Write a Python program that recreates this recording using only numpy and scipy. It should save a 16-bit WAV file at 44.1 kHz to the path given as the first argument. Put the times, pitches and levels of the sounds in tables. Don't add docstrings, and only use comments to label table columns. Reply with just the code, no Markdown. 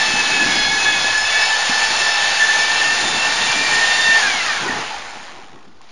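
import sys
import numpy as np
from scipy import signal
from scipy.fft import rfft, irfft, next_fast_len
from scipy.io import wavfile
from scipy.ndimage import uniform_filter1d, map_coordinates

SR = 44100
rng = np.random.default_rng(int(sys.argv[2]) if len(sys.argv) > 2 else 0)


def wav_record(signal):
    frames = np.transpose(np.atleast_2d(signal))
    bounded = np.clip(frames, -1, 1)
    quanta = np.round(bounded * 32767).astype(np.int16)
    wavfile.write(sys.argv[1], SR, quanta)


def gain_from_db(level_db):
    decades = np.asarray(level_db, float) / 20
    return 10 ** decades


N = 260631


def unit(x):
    return x / np.sqrt(np.mean(x ** 2) + 1e-20)


def along(points, hz):
    f, v = np.transpose(points)
    return np.interp(np.log(hz + 1), np.log(f + 1), v)


def curves(rows):
    s, *cols = np.transpose(rows)
    return [np.interp(np.arange(N) / SR, s, c) for c in cols]


def wobble(rate):
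    at = np.arange(0, N + 16, 16)
    knots = rng.standard_normal(int(N * rate / SR) + 4)
    return np.interp(np.arange(N), at, map_coordinates(knots, [at * rate / SR]))


def swells(rows, rise_s):
    t = np.arange(0, N / SR + .002, .002)
    gain = 0
    for s, length, db in rows:
        inside_s = length / 2 - np.abs(t - s - length / 2)
        gain = gain + gain_from_db(db) * np.clip(inside_s / rise_s + .5, 0, 1)
    return np.interp(np.arange(N) / SR, t, gain)


def coloured(x, spectrum):
    m = next_fast_len(N + 8192)
    gain = gain_from_db(along(spectrum, np.fft.rfftfreq(m, 1 / SR)))
    return irfft(rfft(x, m) * gain, m)[:N]


def rush(spectrum, patchy_db, gate=1):
    z = signal.stft(gate * rng.standard_normal(N), nperseg=512)[2]
    field = uniform_filter1d(rng.standard_normal(z.shape), size=5, axis=0)
    field = uniform_filter1d(field, size=12, axis=1)
    patchy = signal.istft(z * gain_from_db(patchy_db * unit(field)), nperseg=512)[1][:N]
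    return unit(coloured(patchy, spectrum))


def room(x):
    # frequency in Hz, time to fall by 60 dB in seconds.
    walls = [(200, 0.28), (2000, 0.88), (8000, 0.45)]
    hz, t, z = signal.stft(rng.standard_normal(SR // 2), SR, nperseg=256)
    tail = signal.istft(z * gain_from_db(-60 * t / along(walls, hz)[:, None]), SR, nperseg=256)[1]
    return signal.fftconvolve(np.pad(x, (300, 0)), tail / np.linalg.norm(tail))[:N]


def bucket():
    # time in seconds, level in dB.
    depth = [(0.0, -32), (0.48, -34.5), (0.89, -34.5), (1.45, -47), (1.66, -50), (1.87, -41.5),
             (2.39, -48.5), (2.55, -42), (3.03, -38), (4.62, -41.5), (5.76, -52.5), (5.91, -56)]
    # frequency in Hz, level in dB per Hz.
    churn_colour = [(40, -29), (90, -9), (150, -4), (230, -0.5), (350, -0.5), (500, -7), (900, -48.5)]
    hum_colour = [(60, -42), (85, -7), (98, -4), (112, -13), (150, -40)]
    rumble_colour = [(10, -19), (25, -5), (40, 13), (65, -9), (110, -41)]
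    # start in seconds, length in seconds, level in dB rms.
    surges = [
        (.07, 0.066, -44),
        (.4, 0.22, -31.5),
        (.62, 0.31, -43),
        (3.48, 0.32, -36),
        (4.6, .22, -33),
    ]
    # start in seconds, length in seconds, level in dB rms.
    thud_rows = [(.07, .1, -45), (.46, .06, -44), (.57, .12, -40), (1.08, .2, -48), (2.66, .07, -50),
                 (3.07, .12, -53), (3.48, .14, -51), (3.7, .14, -49), (3.88, .08, -52)]
    # start in seconds, length in seconds, level in dB rms.
    hums = [
        (.5, .85, -45),
        (2.9, 0.62, -55),
        (3.8, 1.055, -56),
        (4.9, 1, -64),
    ]

    churn_db, = curves(depth)
    lumps = unit(gain_from_db(1.6 * wobble(22)) * rush(churn_colour, patchy_db=1.2))
    churn = np.hypot(gain_from_db(churn_db + 1.75 * wobble(7)), swells(surges, rise_s=.04))

    still_db = -62
    floor = np.hypot(gain_from_db(churn_db - 17 + 2.5 * wobble(5.3)), gain_from_db(still_db))
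    rumble = gain_from_db(0.5) * floor * rush(rumble_colour, patchy_db=5)

    thud_hz = 38.6
    note = np.sin(2 * np.pi * thud_hz * np.arange(N) / SR + 1.5 * wobble(12))
    thuds = swells(thud_rows, rise_s=.05) * np.sqrt(2) * note
    mains_hum = swells(hums, rise_s=.15) * rush(hum_colour, patchy_db=0.5)
    return churn * lumps + thuds + mains_hum + rumble


def sack():
    # start in seconds, length in seconds, level in dB rms.
    rubs = [
        (5.865, .1, -54),
    ]
    rustles = [
        (5.62, .19, -58),
        (5.814, .1, -54),
        (5.885, .1, -54),
    ]
    # frequency in Hz, level in dB per Hz.
    paper = [(300, -18), (1000, -2), (2500, 1), (4500, 2), (7500, -9), (9000, -18)]
    rub_colour = [(2000, -30), (2350, 0), (2500, -12), (2700, -2), (3100, -30)]  # Hz, dB per Hz
    rub = swells(rubs, rise_s=.02) * gain_from_db(3 * wobble(70)) * rush(rub_colour, patchy_db=2)
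    rustle = swells(rustles, rise_s=.017) * gain_from_db(2 * wobble(150)) * rush(paper, patchy_db=1)
    return rub + rustle


def hits(rows, t60, trim_db):
    out = np.zeros(N + SR)
    t = np.arange(SR // 5) / SR
    for s, db, hz, crack in rows:
        ring = gain_from_db(-60 * t / t60) * np.sin(2 * np.pi * hz * t) * (1 - np.exp(-t * hz * 3))
        snap = crack * gain_from_db(-60 * t / 0.0094) * rng.standard_normal(len(t))
        out[round(s * SR):][:len(t)] += gain_from_db(db + trim_db) * (ring + snap)
    return out[:N]


def paddle_knocks():
    # time in seconds, peak in dB, note in Hz, share of crack.
    knock_rows = [(.138, -19, 225, .05), (.413, -19, 300, .05), (.462, -17, 280, .05),
                  (.485, -19, 270, .05), (.557, -19, 310, .05), (1.695, -18, 240, .08),
                  (4.63, -27, 230, .1), (4.66, -20, 370, .1), (4.694, -18, 250, .1), (4.727, -23, 280, .1),
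                  (5.39, -36, 380, .1)]
    return hits(knock_rows, t60=.032, trim_db=6)


def gear_ticks():
    # time in seconds, peak in dB, note in Hz, share of crack.
    tick_rows = [
        (4.533, -9, 1752, 0.19),
        (4.576, -11, 1610, 0.24),
        (5.56, -33, 1121, .15),
        (5.809, -33.5, 1090, .12),
        (5.8155, -49, 1900, 6.8),
    ]
    return hits(tick_rows, t60=.02, trim_db=.1)


def speed():
    # time in seconds, tooth contacts in Hz.
    loaded = [(0, 882), (.163, 868.3), (.313, 864), (.528, 847), (.64, 843), (.836, 857.7), (.98, 847.5),
              (1.149, 860.4), (1.521, 876.2), (1.724, 876.4), (1.93, 887), (2.218, 878.6), (2.572, 883.7),
              (2.86, 896), (3.111, 890.6), (3.6, 910), (3.8, 909.6), (4.175, 900.7)]
    coast_s, rub_hz, creep_hz = 1.17, 300, 20
    off_s, off_hz = loaded[-1]
    since = np.clip(np.arange(N) / SR - off_s, 0, None)
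    lost_hz = (off_hz + rub_hz) * (1 - np.exp(-since / coast_s))
    return np.maximum(curves(loaded)[0] - lost_hz, creep_hz)


def roar(mesh_hz, mesh):
    # frequency in Hz, level in dB per Hz.
    fast_colour = [(500, -30), (1100, -16), (1550, -4.5), (1760, -1.5), (2000, -6), (2650, -4.5),
                   (4270, -5.5), (5700, -10), (7000, -10.5), (9000, -21)]
    slow_colour = [(500, -28), (1100, -6), (1550, -6), (1800, 0), (2100, -2.5), (2650, -5), (4270, -9.5),
                   (5700, -14), (7000, -13.5), (9000, -13)]
    drone_colour = [(300, -24.5), (450, -10), (570, -10.5), (700, -3.5), (830, -1), (960, -4), (1150, -6.5),
                    (1500, -8.5), (2200, -29)]
    # time in seconds, level in dB.
    sway = [(0, 1), (.96, -1), (1.8, 0.5), (2.9, 0), (4.05, 0.5), (4.22, 1.5), (4.7, 1.5), (5.1, 0.5),
            (5.5, -0.5), (5.91, 7)]
    # start in seconds, length in seconds, dB rms.
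    shudders = [
        (2.85, 0.16, -39),
        (4.14, 0.078, -29),
        (3.0, .35, -28),
        (4.6, 0.26, -28),
        (4.9, 0.09, -39),
        (5.36, .1, -43.5),
    ]
    sway_db = curves(sway)[0]
    decades = np.log10(mesh_hz / 880)
    hiss_db = -21 + sway_db + 28 * decades
    drone_db = -25 + sway_db + 19.5 * decades
    room_tone_db = -78
    drone = np.hypot(gain_from_db(drone_db), swells(shudders, rise_s=.05)) + gain_from_db(room_tone_db)

    teeth = 1 + (.42 - mesh_hz / 3000) * np.cos(mesh) + .1 * np.cos(2 * mesh)
    shake_db = 0.47 * wobble(8) + 0.25 * wobble(20)
    fade = np.pi / 2 * np.clip(mesh_hz / 850, 0, 1)
    air = np.sin(fade) * rush(fast_colour, patchy_db=0.93, gate=teeth)
    air = air + np.cos(fade) * gain_from_db(2.5) * rush(slow_colour, patchy_db=1.5, gate=teeth)
    hum = drone * gain_from_db(shake_db - 0.6) * rush(drone_colour, patchy_db=0.5)
    return gain_from_db(hiss_db + 2.5 + shake_db) * air + hum


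def whine(mesh_hz, mesh):
    multiples = [2, 3, 4, 6, 2.6, 5, 7]
    # early level, late level, in dB rms.
    rest_levels = [(-30, -31), (-33, -36), (-36, -39), (-38, -48), (-38, -39), (-35, -41), (-39, -45)]
    # multiple of the tooth rate, early level, late level, in dB rms.
    faint = [(1, -38, -42), (.94, -39, -40), (2.075, -36, -37), (7.8, -46, -39), (8, -41, -42)]
    # start in seconds, length in seconds, level in dB rms.
    main_swells = [(0.004, 0.033, -14), (0.08, 0.03, -25), (0.127, 0.027, -24), (0.25, 0.028, -22.5),
                   (0.287, 0.046, -27), (0.384, 0.098, -17.5), (0.576, 0.11, -19), (0.722, 0.072, -21),
                   (0.845, 0.082, -17.5), (0.94, 0.062, -26), (1.04, 0.034, -20), (1.088, 0.024, -17.5),
                   (1.134, 0.07, -21.5), (1.227, 0.046, -19.5), (1.284, 0.051, -24), (1.339, 0.11, -16.5),
                   (1.494, 0.075, -20.5), (1.614, 0.033, -27), (1.72, 0.14, -21), (1.993, 0.23, -21.5),
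                   (2.29, 0.033, -29), (2.389, 0.38, -20.5), (2.804, 0.13, -18), (2.98, 0.045, -23.5),
                   (3.225, 0.11, -22), (3.705, 0.49, -19.5)]
    # start in seconds, length in seconds, level in dB rms, multiple of the
    other_swells = [(2.403, 0.168, -17.5, 2), (4.08, 0.1, -21, 2), (0, 0.22, -27, 3), (.18, 0.25, -22, 3),
                    (.79, .2, -23, 3), (1.077, 0.06, -27, 3), (1.238, 0.28, -26.5, 3), (1.806, 0.4, -29, 3),
                    (2.74, 0.21, -29, 3), (3.178, 0.09, -24, 3), (3.9, .07, -25, 3), (4.05, 0.088, -25, 3),
                    (0.512, 0.22, -24.5, 4), (0.838, .2, -25.5, 4), (1.227, 0.2104, -28.5, 4),
                    (2.408, 0.18, -29.5, 4), (3.023, 0.18, -28.5, 4), (3.423, 0.038, -27, 4),
                    (3.856, 0.305, -28, 4), (.5, 0.26, -29.5, 6), (1.167, 0.089, -28, 6),
                    (1.39, .11, -28, 6), (1.982, .2, -29, 6), (2.581, 0.05, -26.5, 6),
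                    (0.472, 0.3, -27.5, 2.6), (.85, 0.11, -27, 2.6), (1.31, 0.155, -25.5, 2.6),
                    (1.8, .09, -29, 2.6), (2.546, 0.24, -30.5, 2.6), (3.475, 0.28, -25.5, 2.6),
                    (0.532, .18, -28, 5), (.95, .1, -32, 5), (1.6, 0.57, -33.5, 5), (3.9, 0.34, -33, 5),
                   (0.602, .3, -34.5, 7), (.78, 0.27, -35, 6), (1.65, .27, -33.5, 6)]
    coast_swells = [(4.22, .08, -21, 2), (4.26, .16, -24, 3), (4.46, .06, -26, 3), (4.55, .14, -30, 3),
                    (4.36, .26, -31, 4), (4.685, .04, -20, 4), (4.42, .2, -32, 2.6), (4.9, .06, -33, 2.6),
                    (5.05, .12, -44, 6), (5.25, .12, -47, 7)]
    rows = [(*row, 2) for row in main_swells] + other_swells + coast_swells

    loose = 1 + 2 * np.clip(1 - mesh_hz / 820, 0, .25) / .25
    mesh = mesh + loose * (.11 * wobble(35) + .06 * wobble(110))
    slowing_db = 40 * np.log10(mesh_hz / 880)
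    later = np.clip(np.arange(N) / SR / 4, 0, 1)

    def beads():
        return .3 * wobble(110) + .11 * wobble(35)

    def tone(k, gain):
        steady = (1 + loose * beads()) * np.sin(k * mesh)
        skirt = loose * beads() * np.cos(k * mesh)
        return np.sqrt(2) * gain / loose ** 0.41 * (steady + skirt)

    total = np.zeros(N)
    for k, (early, late) in zip(multiples, rest_levels):
        swell = swells([row[:3] for row in rows if row[3] == k], rise_s=.025)
        rest_db = early + (late - early) * later + 1.5 * loose + slowing_db + 3 * wobble(9)
        total += tone(k, np.hypot(swell, gain_from_db(rest_db)))
    for k, early, late in faint:
        faint_db = early + (late - early) * later + 2.2 + slowing_db + 2.4 * wobble(20)
        total += tone(k, gain_from_db(faint_db))
    return total


def housing(x):
    # frequency in Hz, level in dB.
    radiates = [(250, -30), (500, -12), (750, 0), (9000, 0)]
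    return coloured(x, radiates)


def gear_case(sharp, mesh_hz):
    case_hz, width_hz = 1807, 16
    free = np.clip((720 - mesh_hz) / 60, 0, 1)
    b, a = signal.iirpeak(case_hz, case_hz / width_hz, SR)
    return signal.lfilter(b, a, free * sharp)


def scene():
    mesh_hz = speed()
    mesh = 2 * np.pi * np.cumsum(mesh_hz) / SR
    sharp = housing(whine(mesh_hz, mesh))
    sharp = sharp + gear_case(sharp, mesh_hz)
    blows = paddle_knocks() + gear_ticks()
    echoes = gain_from_db(-11.5) * room(sharp) + gain_from_db(-6) * room(blows)
    mono = bucket() + sack() + blows + roar(mesh_hz, mesh) + sharp + echoes
    return np.array([mono, mono])


def band_limit(x):
    return signal.sosfilt(signal.butter(12, 11820, fs=SR, output="sos"), x)


def record(dry):
    # frequency in Hz, level in dB.
    edge = [(6900, -1), (7300, -5.5), (7600, -17), (7850, -29.5), (8000, -39), (8300, -120)]
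    mirror = [(7900, 0), (8800, -6), (10000, -17.5), (11000, -28), (11800, -43), (13000, -64), (14300, -64),
              (14500, -120)]
    clock_hz, offset = 16000, -.0117
    held = dry[0] / (1 + np.abs(dry[0] / .8) ** 4) ** (1 / 4)
    band = coloured(held, edge)
    image = 2 * band * np.cos(2 * np.pi * clock_hz * np.arange(N) / SR)
    mono = band + coloured(image, [(7700, -120)] + mirror) + offset
    return band_limit(np.array([mono, mono]))


dry = scene()
out = record(dry)
wav_record(out)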